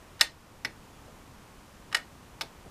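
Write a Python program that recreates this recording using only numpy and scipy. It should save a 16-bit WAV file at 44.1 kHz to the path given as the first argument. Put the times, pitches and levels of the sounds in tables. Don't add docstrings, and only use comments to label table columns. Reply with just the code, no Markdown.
import sys
import numpy as np
from scipy import signal
from scipy.fft import rfft, irfft
from scipy.io import wavfile

SR = 44100
rng = np.random.default_rng(int(sys.argv[2]) if len(sys.argv) > 2 else 0)


def store_pcm(level_fs):
    pcm = np.round(np.clip(level_fs, -1, 1) * 32767).astype(np.int16)
    wavfile.write(sys.argv[1], SR, np.atleast_2d(pcm).T)


N = 119070
RING_TIME_S = np.arange(int(0.3 * SR)) / SR

# pitch_hz, t60_s, pressed_db, released_db
MODES = [(265, 0.058, -46, -45), (400, .06, -36, -52), (627, .05, -37, -61), (820, .12, -40, -40),
         (898, 0.13, -37.5, -38.5), (1206, 0.031, -21.5, -31), (1350, 0.048, -49, -36.5),
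         (1505, 0.044, -24.5, -29.5), (1675, 0.046, -22, -53), (1873, .06, -15.5, -38),
         (2000, 0.055, -26, -29), (2234, 0.048, -24, -28.5), (2790, 0.037, -18.5, -37),
         (2940, 0.032, -14.5, -32.5), (3530, 0.028, -46, -34), (3820, .03, -20, -36),
         (3937, 0.017, -8.5, -49), (4610, 0.027, -17, -40), (5230, 0.033, -14, -26),
         (5534, .03, -18, -27.5), (7665, 0.037, -25, -55)]


def from_db(db):
    return 10 ** (np.asarray(db) / 20)


def unit_rms(x):
    return x / np.sqrt(np.mean(x ** 2) + 1e-20)


def at_hz(points, hz):
    pitches_hz, values = np.transpose(points)
    return np.interp(np.log(hz + 1e-9), np.log(pitches_hz), values)


def decay(t60_s):
    return np.exp(-np.log(1000) * RING_TIME_S / t60_s)


def shaped_noise(spectrum):
    return unit_rms(irfft(rfft(rng.standard_normal(N)) * spectrum, N))


def dying_noise(db_of_hz, t60_of_hz, onset=1):
    edges_hz = np.geomspace(70, 17000, 21)
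    out = 0
    for low, high in zip(edges_hz, edges_hz[1:]):
        centre_hz = np.sqrt(low * high)
        band_pass = signal.butter(2, (low, high), "band", fs=SR, output="sos")
        burst = rng.standard_normal(len(RING_TIME_S)) * onset * decay(t60_of_hz(centre_hz))
        band = unit_rms(signal.sosfilt(band_pass, burst))
        width_gain = np.sqrt(2 * (high - low) / SR / len(band))
        out = out + from_db(db_of_hz(centre_hz)) * width_gain * band
    return out


def background():
    # pitch_hz, level_db
    noise_spectrum = [(20, -4), (35, 1), (52, -2.5), (95, -2.5), (150, -4.5), (220, -5.5), (350, -10),
                      (620, -13), (1100, -12), (1400, -16.5), (2200, -20.5), (3000, -22), (3900, -25.5),
                      (7000, -27), (11500, -32), (15000, -38.5)]
    # time_s, level_db
    noise_levels = [(0, -52), (.19, -52), (.35, -54.5), (.6, -53), (.9, -51.5), (1.9, -52), (2.1, -52),
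                    (2.7, -51.5)]
    tone_hz, tone_width_hz, tone_db = 944, 25, -75.5
    whine_hz, wander_hz, whine_db = 12000, 6.0, -79.5
    hz = np.arange(N // 2 + 1) * SR / N
    level_db = np.interp(np.arange(N) / SR, *np.transpose(noise_levels))
    rumble_and_hiss = from_db(level_db) * shaped_noise(from_db(at_hz(noise_spectrum, hz)) * (hz > 10))
    tone = from_db(tone_db) * shaped_noise(1 / (1 + (2 * (hz - tone_hz) / tone_width_hz) ** 2))
    pitch_hz = whine_hz + wander_hz * shaped_noise(hz < 20)
    whine = from_db(whine_db) * np.sqrt(2) * np.sin(2 * np.pi * np.cumsum(pitch_hz) / SR)
    return rumble_and_hiss + tone + whine


def room(x):
    # pitch_hz, level_db
    tail_levels = [(200, -11), (700, -4.5), (2000, -12.5), (5000, -13.5), (12000, -11.5)]
    # pitch_hz, t60_s
    tail_t60 = [(200, 0.17), (2000, 0.18), (5000, 0.2), (12000, 0.11)]
    delay_s, build_s = 0.0051, 0.004
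    onset = np.clip((RING_TIME_S - delay_s) / build_s, 0, 1)
    tail = dying_noise(lambda hz: at_hz(tail_levels, hz), lambda hz: at_hz(tail_t60, hz), onset)
    return signal.fftconvolve(x, tail)[:N]


def hand_nudges():
    # start_s, level_db
    bumps = [(1.079, 0.5), (2.657, 0.5)]
    # pitch_hz, level_db
    bump_spectrum = [(80, 2), (250, -6.5), (600, -7.5), (1200, -28), (3000, -32), (12000, -51)]
    t60_s = 0.078
    out = np.zeros(N)
    for start_s, level_db in bumps:
        add(out, start_s, dying_noise(lambda hz: level_db + at_hz(bump_spectrum, hz), lambda hz: t60_s))
    return out


def add(out, start_s, sound):
    i = int(start_s * SR)
    out[i:i + len(sound)] += sound[:len(out) - i]


def contact_colour(hz, body_db, knock_db, treble_db):
    bell = lambda centre_hz, octaves: np.exp(-0.5 * (np.log2(hz / centre_hz) / octaves) ** 2)
    hollow_body = body_db * bell(centre_hz=760, octaves=0.67)
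    plastic_knock = knock_db * bell(centre_hz=1770, octaves=0.17)
    bright_edge = treble_db / (1 + (2970 / hz) ** 4)
    return hollow_body + plastic_knock + bright_edge


def lever_clicks(clicks, mode_levels_db, crack_spectrum):
    # pitch_hz, t60_s
    crack_t60 = [(200, 0.2), (1000, 0.013), (4000, 0.02), (14000, 0.024)]
    contact_count, rise_share = 3, 0.15
    rings, cracks = np.zeros(N), np.zeros(N)
    for start_s, level_db, body_db, knock_db, treble_db, ring_db, chatter_s, loss_db in clicks:
        strike_db = lambda hz: level_db + contact_colour(hz, body_db, knock_db, treble_db)
        crack_db = lambda hz: at_hz(crack_spectrum, hz) + strike_db(hz)
        for k, delay_s in enumerate(np.linspace(0, chatter_s, contact_count)):
            contact = dying_noise(crack_db, lambda hz: at_hz(crack_t60, hz))
            add(cracks, start_s + delay_s, from_db(-k * loss_db) * contact)
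        rise = 1 - np.exp(-RING_TIME_S / (rise_share * chatter_s))
        for (hz, t60_s, _, _), mode_db in zip(MODES, mode_levels_db):
            swing = np.sin(2 * np.pi * (hz * RING_TIME_S + rng.random())) * rise * decay(t60_s)
            add(rings, start_s, from_db(mode_db + ring_db + strike_db(hz)) * swing)
    return np.array([rings, cracks])


def hook_switch():
    # start_s, level_db, body_db, knock_db, treble_db, ring_db, chatter_s, loss_per_contact_db
    presses = [(0.194, -34.5, 3, -2, -1, 2, 0.0049, 0), (0.203, -24, 14, 3, -13, -19, .004, 1),
               (0.2103, 0, 1.5, -2, 2, 0.5, .005, 5.5), (1.916, -35, 12, -4, -11, 2, 0.0043, 1),
               (1.9265, -23, 10.5, -2, -6, 0, 0.0033, 0.5), (1.9459, -8, 4.5, 3, -3.5, 2, .0055, 0),
               (1.968, -19, 5, 1.5, -3, -2, .006, 4.5)]
    releases = [(0.6481, 1.5, -6.5, 6, -3, 0, .0075, 3.5), (2.4098, -3.5, 4, -4, 3, 0, .0085, 0.5)]
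    # pitch_hz, level_db
    press_crack = [(200, -9.5), (450, -1), (1000, 2), (1600, 16.5), (2600, 14.5), (4400, 13), (6500, 6),
                   (10000, 4.5), (15000, -13.5)]
    # pitch_hz, level_db
    release_crack = [(200, -1.5), (450, -1), (1000, -6.5), (1600, 2), (2600, -2), (4400, 3), (6500, -15),
                     (10000, -15.5), (15000, -23)]
    _, _, pressed_db, released_db = np.transpose(MODES)
    down = lever_clicks(presses, pressed_db, press_crack)
    up = lever_clicks(releases, released_db, release_crack)
    return down + up


def scene():
    rings, cracks = hook_switch()
    knocks = cracks + hand_nudges()
    reverberation = room(knocks + from_db(-6.5) * rings)
    return (rings + knocks + reverberation + background())[None]


def record(dry):
    cutoff_hz = 15100
    low_pass = signal.ellip(10, 0.1, 80, cutoff_hz, fs=SR, output="sos")
    return signal.sosfilt(low_pass, np.tanh(dry))


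dry = scene()
out = record(dry)
store_pcm(out)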